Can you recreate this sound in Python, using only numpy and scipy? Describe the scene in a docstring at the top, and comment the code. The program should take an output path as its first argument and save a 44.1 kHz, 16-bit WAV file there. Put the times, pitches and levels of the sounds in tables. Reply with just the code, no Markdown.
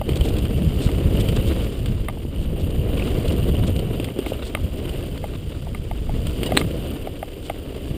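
"""On a dry dirt trail, a mountain bike runs downhill, heard from a helmet camera in a plastic case.
Wind buffets the case and hisses past it. The tyres rumble, crunch over stones and spray grit.
Bumps thud through the bike and knock the camera in its mount; one hard hit makes a loud crack.
Chain and cables rattle, grass brushes by, loose stones ping and there is one brief, high chirp."""
import sys
import numpy as np
from scipy import signal
from scipy.fft import rfft, irfft, next_fast_len
from scipy.io import wavfile
from scipy.ndimage import uniform_filter1d

SR = 44100
rng = np.random.default_rng(int(sys.argv[2]) if len(sys.argv) > 2 else 0)


def int16_out(signal):
    """Quantize to a 16-bit WAV file."""
    q = np.round(np.clip(np.atleast_2d(signal).T, -1, 1) * 32767)
    wavfile.write(sys.argv[1], SR, q.astype(np.int16))


N = 351458
TIME = np.arange(N) / SR

# The tone colour of each sound. 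Each row: frequency in Hz, relative level in dB.
BUFFET_TONE = [(12, -23), (26, -1.5), (45, -2), (70, -0.5), (110, -4.5), (160, -8.5), (230, -14.5),
               (400, -44), (900, -68)]
RUMBLE_TONE = [(110, -22), (200, -5.5), (270, 0.5), (350, -1), (470, -3), (650, -11), (850, -23.5),
               (1200, -27), (2500, -56)]
CRUNCH_TONE = [(500, 1), (900, -2), (1200, -1.5), (1700, -1.5), (2300, 1.5), (3000, 2), (3600, -4.5),
               (4200, -8.5), (5500, -50), (9000, -24), (14000, -45)]
GRIT_TONE = [(1500, -58), (3200, 8.5), (4100, -4), (4700, 4), (5400, -6.5), (6200, -10), (6900, -6.5),
             (7300, 0), (7900, -5.5), (9000, 0), (10000, -8.5), (14000, -20), (15500, 2)]
TICK_TONE = [(700, 1.5), (1500, -0.5), (2400, 0), (3800, -4), (5000, -68), (7200, -25), (9000, -8),
             (15000, -29)]  # plastic on plastic
CRACK_TONE = [(500, -1), (1300, -5.5), (2100, 0.5), (3200, -3), (4050, 4.5), (4700, -23), (7400, -34),
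              (7950, -1.5), (9000, -14), (10000, -11), (12000, -41), (14400, -14), (15500, -18)]
RATTLE_TONE = [(400, -7), (1000, 7), (1700, 3.5), (2500, 8), (3200, 16), (4000, -4.5), (4700, 4.5),
               (6000, -21), (7400, -3.5), (9000, 4.5), (10500, -15.5), (15000, -3)]
SWISH_TONE = [(1800, -3.5), (3300, 10.5), (4600, 2.5), (6000, -7.5), (7500, -0.5), (8800, 2), (10000, -12),
              (15000, -11)]
HISS_TONE = [(2000, -28), (3000, 3), (5500, -30), (8000, -19), (10500, -17), (15500, -17)]

# Slow changes along the ride. Each row: time in seconds, relative level in dB.
BIKE_SPEED = [(0.0, -58.5), (0.29, -55.5), (0.64, -58), (1.15, -54.5), (1.51, -55), (1.64, -57),
              (1.88, -62), (2.04, -63), (2.2, -64), (3.04, -56), (3.62, -54.5), (3.86, -57.5),
              (4.02, -58.5), (4.53, -62.5), (4.82, -58.5), (5.28, -64.5), (5.97, -67), (6.13, -63.5),
              (6.61, -54.5), (7.28, -65.5), (7.5, -63.5), (7.97, -61)]  # given as the level of the rushing air
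WIND_EXPOSURE = [(0, 1), (2.5, 1), (3.1, -0.5), (3.6, 2), (4.1, -3), (4.4, -2.5), (4.65, -4), (6.15, 7),
                 (6.45, -3.5), (7.3, -5), (7.96, -5)]  # how squarely the wind meets the case as the head turns
GROUND_LOOSENESS = [(0, 0.5), (1.7, 5), (2.25, -2), (2.8, -5), (3.05, 4.5), (3.8, -1), (4.3, 2), (5.9, 2.5),
                    (6.45, 5.5), (7.1, .5), (7.96, 2)]  # from packed dirt to gravel

# Brief swells. Each row: middle in seconds, relative level in dB, length in seconds.
WIND_GUSTS = [(0.02, -5.5, 0.059), (0.17, 1, .2), (0.62, 5.5, 0.098), (1.73, -5, 0.12), (1.9, 7.5, .16),
              (2.44, 4.5, 0.16), (2.75, 3.5, 0.33), (4.18, -6, 0.14), (4.63, 7, 0.11), (7.91, 10, 0.056)]  # gusts (+) and shelter (-)
TYRE_LOADS = [(0.02, -5.5, 0.12), (0.47, -0.5, .3), (1.21, 1.5, 0.09), (2.24, -2.5, 0.4), (2.39, 4.5, 0.07),
              (3.03, 4, 0.11), (4.14, -7, 0.043), (4.28, 4, 0.11), (4.7, -3.5, 0.11), (4.88, 2.5, .1),
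              (5.04, 3.5, .06), (5.6, -3, 0.094), (6.68, -5, .06), (6.78, -0.5, .14)]  # tyres press into dips (+) and go light over crests (-)
BRUSHES = [(0.159, -38, 0.0079), (0.172, -32, 0.0093), (0.256, -39.5, 0.04), (.290, -33, 0.012),
           (0.389, -34, 0.0089), (0.843, -36, 0.075), (1.209, -32, 0.019), (1.292, -33, 0.0095),
           (1.367, -34.5, 0.012), (1.486, -37, 0.024), (2.42, -51, 0.097), (2.608, -46, 0.049),
           (2.708, -41, 0.0093), (3.283, -31.5, 0.008), (3.325, -37, .01), (3.676, -33, 0.015),
           (3.765, -27.5, 0.0023), (4.285, -42, 0.06), (4.467, -41, 0.052), (6.594, -34.5, 0.034),
           (7.462, -45, .05)]  # grass and thrown grit touch the bike

# Single blows. Each row: start in seconds, relative level in dB, pitch in Hz.
WIND_SLAPS = [(0.209, -10, 58.6), (0.673, -7.5, 109), (.864, -6.5, 126), (1.055, -5, 75), (1.143, -6, 129),
              (2.004, -10, 59), (4.611, -13.5, 55), (4.633, -17, 55.4), (6.249, -11.5, 89)]  # eddies (swirls of air) hit the case
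WHEEL_THUDS = [(.091, -7.5, 335), (.210, -17, 420), (2.251, -14, 270), (3.999, -11.5, 314),
               (4.163, -17.5, 397), (4.190, -7.5, 350), (4.320, -11, 517), (6.431, -11.5, 370),
               (6.492, -21, 614), (6.577, -13, 232)]
STONE_PINGS = [(2.972, -26, 2600), (2.996, -20.5, 2260), (3.023, -17.5, 2600), (3.079, -28, 1390),
               (3.791, -20.5, 3030), (3.999, -20.5, 2690)]

# The camera knocks. Each row: start in seconds, relative click and body levels in dB, body pitch factor.
MOUNT_KNOCKS = [(0.0134, -34.5, -27, 0.94), (0.2542, -37, -34.5, 0.93), (0.8894, -34.5, -36, 1.08),
                (2.084, -24, -32, 0.95), (2.0964, -38, -42, 1.16), (2.1714, -54, -42, 1.01),
                (4.0858, -36.5, -45, 1.01), (4.2616, -32, -35, 1.04), (4.5491, -20.5, -33, 0.89),
                (4.572, -38, -44, 1.3), (5.2401, -36.5, -30.5, 0.99), (5.6685, -53, -39, 1.06),
                (5.7469, -29.5, -44, 1.16), (5.9115, -35.5, -33.5, 1.06), (6.093, -41, -34, 1.03),
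                (6.5195, -28, -22, 0.91), (6.6129, -23, -38, 1.06), (7.071, -40, -30.5, 0.94),
                (7.2272, -32, -29, 0.97), (7.4973, -28.5, -26, 0.98)]
# The ringing tones of the case and mount. Each row: pitch in Hz, relative level in dB,
# seconds to fade by 60 dB, share (0 to 1) driven by the sharp click rather than the body of the blow.
CASE_TONES = [(657, 11.5, 0.019, 0), (824, 2.5, 0.03, 0), (2705, 4.5, 0.0056, 1), (3140, -11, 0.015, 1),
              (9120, -14.5, 0.014, 1), (9900, -14, 0.02, 1), (14400, -9, .009, 1), (1200, -4, .026, 1),
              (2110, 0, .016, 1), (11350, -17, .026, .4), (12750, -19, .026, .4), ]
# The mount hits its stop. Each row: start in seconds, relative level in dB.
MOUNT_CRACKS = [(6.568, -7.5), (6.573, 4)]
# Chain and cables shake. Each row: start in seconds, relative treble and middle levels in dB.
CHAIN_RATTLES = [(0.09, -32, -27.5), (.132, -41, -29), (0.208, -31.5, -26), (.366, -36, -29.5),
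                 (0.451, -36, -30), (0.914, -34, -30), (1.285, -29, -24.5), (1.858, -31, -28),
                 (3.7916, -33, -39), (3.998, -35, -30), (4.0429, -30.5, -26), (4.187, -31.5, -33),
                 (4.892, -35.5, -36), (5.176, -38, -35), (6.268, -30, -29), (6.431, -25, -21.5),
                 (6.46, -28, -45), (6.591, -47, -30)]
# Air pockets ring in the case. Each row: pitch in Hz, relative width, relative level in dB.
AIR_POCKETS = [(2930, 460, 8), (4630, 350, -1), (7140, 250, -2), (8995, 620, 4), (11600, 360, 3),
               (12600, 450, 2.5), (14840, 510, 2.5)]
# The tones in the chirp. Each row: pitch in Hz, relative level in dB.
CHIRP_TONES = [(955, -36.5), (1927, -38), (2905, -28), (3845, -35.5), (4790, -41), (7210, -40), (8160, -48),
               (9100, -43), (14900, -44)]

# Each layer's base level in dB at average speed, and the dB it gains for each dB of speed.
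BUFFET_DB, LARGE_EDDY_GROWTH, SMALL_EDDY_GROWTH = -25, 0.65, 1.3
RUMBLE_DB, RUMBLE_GROWTH = -32.5, 1
CRUNCH_DB, CRUNCH_GROWTH = -47, 0.68
GRIT_DB, GRIT_GROWTH = -50, 0.34
CHATTER_DB, CHATTER_GROWTH = -48.5, 0.88
HISS_DB, HISS_GROWTH = -53.5, 1.1


def wind_buffet(turbulence, split_hz=71):
    """Swirling air pushes unevenly on the case, deeper at low speed, with a few single slaps on top."""
    push = tint(rng.standard_normal(N), BUFFET_TONE) * amp(1.3 * turbulence)
    push /= np.sqrt(uniform_filter1d(push ** 2, size=6000))  # even out slow, chance changes in level
    large_eddies = signal.sosfiltfilt(signal.butter(2, split_hz, fs=SR, output="sos"), push)
    small_eddies = push - large_eddies
    out = large_eddies * speed_gain(LARGE_EDDY_GROWTH) + small_eddies * speed_gain(SMALL_EDDY_GROWTH)
    out *= amp(BUFFET_DB + curve(WIND_EXPOSURE) + surges(WIND_GUSTS))
    for start, db, hz in WIND_SLAPS:
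        cycle = np.arange(0, 1, hz / SR)
        slap = -np.sin(2 * np.pi * cycle) * np.sin(np.pi * cycle)  # a pull, then a push
        add(out, start, amp(db) * slap)
    return out


def tyres():
    """The tread drums on dirt, more under load; stones and grit also grow louder on loose ground."""
    roughness, load_db, loose_db = wander(38), surges(TYRE_LOADS), curve(GROUND_LOOSENESS)
    rumble = tint(rng.standard_normal(N) + 0.52 * grains(300, spread_db=2), RUMBLE_TONE)
    rumble *= amp(RUMBLE_DB + 2 * roughness + 0.88 * load_db) * speed_gain(RUMBLE_GROWTH)
    hits = grains(200, spread_db=3) * amp(2.5 * wander(9))
    stones = unit(signal.oaconvolve(hits, burst(TIME[:400], decay_s=0.0015))[:N])
    crunch = tint(rng.standard_normal(N) + 0.33 * grains(1500, spread_db=4) + 0.64 * stones, CRUNCH_TONE)
    crunch *= amp(CRUNCH_DB + 2.55 * roughness + 0.91 * load_db + 0.43 * loose_db)
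    grit = tint(rng.standard_normal(N) + 0.89 * grains(1200, spread_db=4.5), GRIT_TONE)
    grit *= amp(GRIT_DB + roughness + wander(86) + 0.4 * load_db + loose_db)
    return rumble + crunch * speed_gain(CRUNCH_GROWTH) + grit * speed_gain(GRIT_GROWTH)


def wheel_thuds():
    """The wheels hit bumps, each giving a short, low note."""
    return amp(7.5) * struck(WHEEL_THUDS, fade_s=0.013, rise_s=0.0011)


def mount_cracks():
    """The mount hits its stop: a judder that shakes all pitches alike, then a faint chatter."""
    out, t = np.zeros(N), TIME[:2000]
    for start, db in MOUNT_CRACKS:
        phases = np.angle(rfft(burst(t, decay_s=0.0016)))
        judder = irfft(np.exp(1j * phases)) * np.exp(-t / 0.01)
        tail = 0.22 * burst(t, decay_s=0.01)
        snap = np.convolve(judder + tail, shaped_click(CRACK_TONE))
        add(out, start, amp(db + 11.5) * snap / np.linalg.norm(snap))
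    return out


def camera_knocks():
    """The camera ticks against its mount and the case rings; low tones take longer to build up."""
    out, t = np.zeros(N), TIME[:2600]
    hz, tone_db, fade_s, click_share = np.transpose(CASE_TONES)[:, :, None]
    tick = shaped_click(TICK_TONE)
    build_up = 1 - np.exp(-t / (0.0006 + 1 / hz))
    for start, click_db, body_db, pitch in MOUNT_KNOCKS:
        drive_db = 8.5 + tone_db + click_share * click_db + (1 - click_share) * body_db
        tuned_hz = np.where(click_share > 0.2, hz, hz * pitch)  # only the body tones shift
        waves = np.cos(2 * np.pi * (tuned_hz * t + rng.random(hz.shape)))
        ringing = amp(drive_db - 60 * t / fade_s) * build_up * waves
        contact = np.convolve(burst(t, decay_s=0.0023), tick)[:len(t)] * amp(click_db + 18)
        add(out, start + 0.0006, ringing.sum(0) + contact)
    return out


def chain_rattles(split_hz=3500):
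    """Chain and cables shake in short flurries of tiny hits, some dull and some bright."""
    out, t = np.zeros(N), TIME[:2600]
    ring = shaped_click(RATTLE_TONE)
    low, high = (signal.butter(3, split_hz, kind, fs=SR, output="sos") for kind in ("low", "high"))
    for start, treble_db, middle_db in CHAIN_RATTLES:
        hits = burst(t, decay_s=0.0042) + 0.27 * burst(t, decay_s=0.014)
        flurry = signal.fftconvolve(hits, ring)
        treble = amp(treble_db + 25.5) * signal.sosfilt(high, flurry)
        middle = amp(middle_db + 21) * signal.sosfilt(low, flurry)
        add(out, start + 0.001038, treble + middle)
    return out


def grass_swishes():
    """Grass and thrown grit brush the bike: bright, grainy noise that swells and fades."""
    loudness = sum(amp(db) * swell(middle, length) for middle, db, length in BRUSHES)
    specks = grains(3000, spread_db=7)
    return loudness * tint(rng.standard_normal(N) + specks, SWISH_TONE)


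def stone_pings():
    """Loose stones fly off the tyres, each with a short, high note."""
    return amp(5.5) * struck(STONE_PINGS, fade_s=0.01, rise_s=0.001)


def short_chirp(start_s=6.461, end_s=6.478, pitch_waver=0.006):
    """A brief, high, ringing chirp whose pitch wavers slightly."""
    out, count = np.zeros(N), round((end_s - start_s) * SR)
    uneven_time = np.cumsum(1 + pitch_waver * wander(400)[:count]) / SR
    tone = sum(amp(db) * np.sin(2 * np.pi * (hz * uneven_time + rng.random())) for hz, db in CHIRP_TONES)
    add(out, start_s, amp(-1.5) * tone * signal.windows.tukey(count, 0.3))
    return out


def case_chatter():
    """Small stones tick against the case and ring its strongest air pockets, more under load."""
    ticks = grains(400, spread_db=2.2) * amp(3 * wander(35))
    ring = unit(irfft(rfft(ticks) * pocket_gain(np.fft.rfftfreq(N, 1 / SR)) ** 2.6, N))
    return ring * speed_gain(CHATTER_GROWTH) * amp(CHATTER_DB + 1.26 * surges(TYRE_LOADS))


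def air_hiss(turbulence):
    """Rushing air sounds the air pockets of the case and flutters with the eddies."""
    hz = np.fft.rfftfreq(N, 1 / SR)
    colour = tone_gain(HISS_TONE, hz) + pocket_gain(hz)
    hiss = unit(irfft(rfft(rng.standard_normal(N)) * colour, N))
    flutter_db = 2.6 * turbulence + 2.7 * wander(170)
    return hiss * speed_gain(HISS_GROWTH) * amp(HISS_DB + 0.25 * surges(WIND_GUSTS) + flutter_db)


def pocket_gain(hz):
    """How strongly the air pockets of the case ring at each frequency."""
    return sum(amp(db) / (1 + (2 * (hz - pitch) / (2.9 * width)) ** 2) ** 2
               for pitch, width, db in AIR_POCKETS)


def speed_gain(growth):
    """Turns a layer up as the bike goes faster."""
    speed_db = curve(BIKE_SPEED)
    return amp(growth * (speed_db - speed_db.mean()))


def struck(rows, fade_s, rise_s):
    """Blows that each ring with one tone, which dies away by 60 dB in fade_s."""
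    out, t = np.zeros(N), TIME[:3000]
    for start, db, hz in rows:
        loudness = amp(db - 60 * t / fade_s) * (1 - np.exp(-t / rise_s))
        add(out, start, loudness * np.sin(2 * np.pi * hz * t))
    return out


def grains(per_s, spread_db):
    """Scattered clicks, mostly small and a few large."""
    size = amp(spread_db * np.minimum(rng.exponential(1, N), 4))
    return unit(size * rng.choice([-1, 1], N) * (rng.random(N) < per_s / SR))


def burst(t, decay_s):
    """A dying flurry of tiny contacts, with a total energy of one."""
    flurry = rng.standard_normal(len(t)) * np.exp(-t / decay_s)
    return flurry / np.linalg.norm(flurry)


def wander(hz):
    """A smooth random wobble, with changes up to about hz."""
    return unit(signal.sosfilt(signal.butter(2, hz, fs=SR, output="sos"), rng.standard_normal(N)))


def tone_gain(points, hz):
    """The gain of a tone colour at the given frequencies."""
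    point_hz, db = np.transpose(points)
    return amp(np.interp(np.log(hz + 1), np.log(point_hz), db))


def tint(x, points):
    """Gives a long sound a tone colour and an average level of one."""
    size = next_fast_len(len(x))
    gain = tone_gain(points, np.fft.rfftfreq(size, 1 / SR))
    return unit(irfft(rfft(x, size) * gain, size)[:len(x)])


def shaped_click(points, size=1024):
    """One click with the given tone colour and a total energy of one."""
    log_gain = np.log(tone_gain(points, abs(np.fft.fftfreq(size, 1 / SR))))
    spectrum = np.exp(signal.hilbert(log_gain).conj())  # packs the energy at the start
    click = np.fft.ifft(spectrum).real[:size // 2]
    return click / np.linalg.norm(click)


def curve(points):
    """Joins points in time with straight lines."""
    return np.interp(TIME, *np.transpose(points))


def swell(middle_s, length_s):
    """A smooth rise to one and fall around a moment."""
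    return np.exp(-np.minimum((2 * (TIME - middle_s) / length_s) ** 2, 20))


def surges(rows):
    """Brief rises and dips of a level, in dB."""
    return sum(db * swell(middle, length) for middle, db, length in rows)


def amp(db):
    """Turns decibels into a gain to multiply by."""
    return 10 ** (np.asarray(db) / 20)


def unit(x):
    """Scales a signal to an average (rms) level of one."""
    return x / np.sqrt(np.mean(x ** 2) + 1e-20)


def add(mix, start_s, sound):
    """Mixes a sound in at the given time."""
    part = mix[max(round(start_s * SR), 0):][:len(sound)]
    part += sound[:len(part)]


def scene():
    """Wind, trail and bike together at the camera, in one channel."""
    turbulence = wander(15.7)  # the same eddies shake both the buffeting and the hiss
    trail = tyres() + grass_swishes() + stone_pings()
    bike = wheel_thuds() + chain_rattles() + case_chatter()
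    chirp = short_chirp()
    wind = wind_buffet(turbulence) + air_hiss(turbulence)
    return (wind + trail + bike + chirp + camera_knocks() + mount_cracks())[None]


def record(dry, top_hz=15500):
    """The loudest crack overloads the microphone input; then the highest treble is cut away."""
    treble_cut = signal.firwin(401, top_hz, window=("kaiser", 8), fs=SR)
    return signal.oaconvolve(np.clip(dry, -1, 1), treble_cut[None], "same")


dry = scene()
out = record(dry)
int16_out(out)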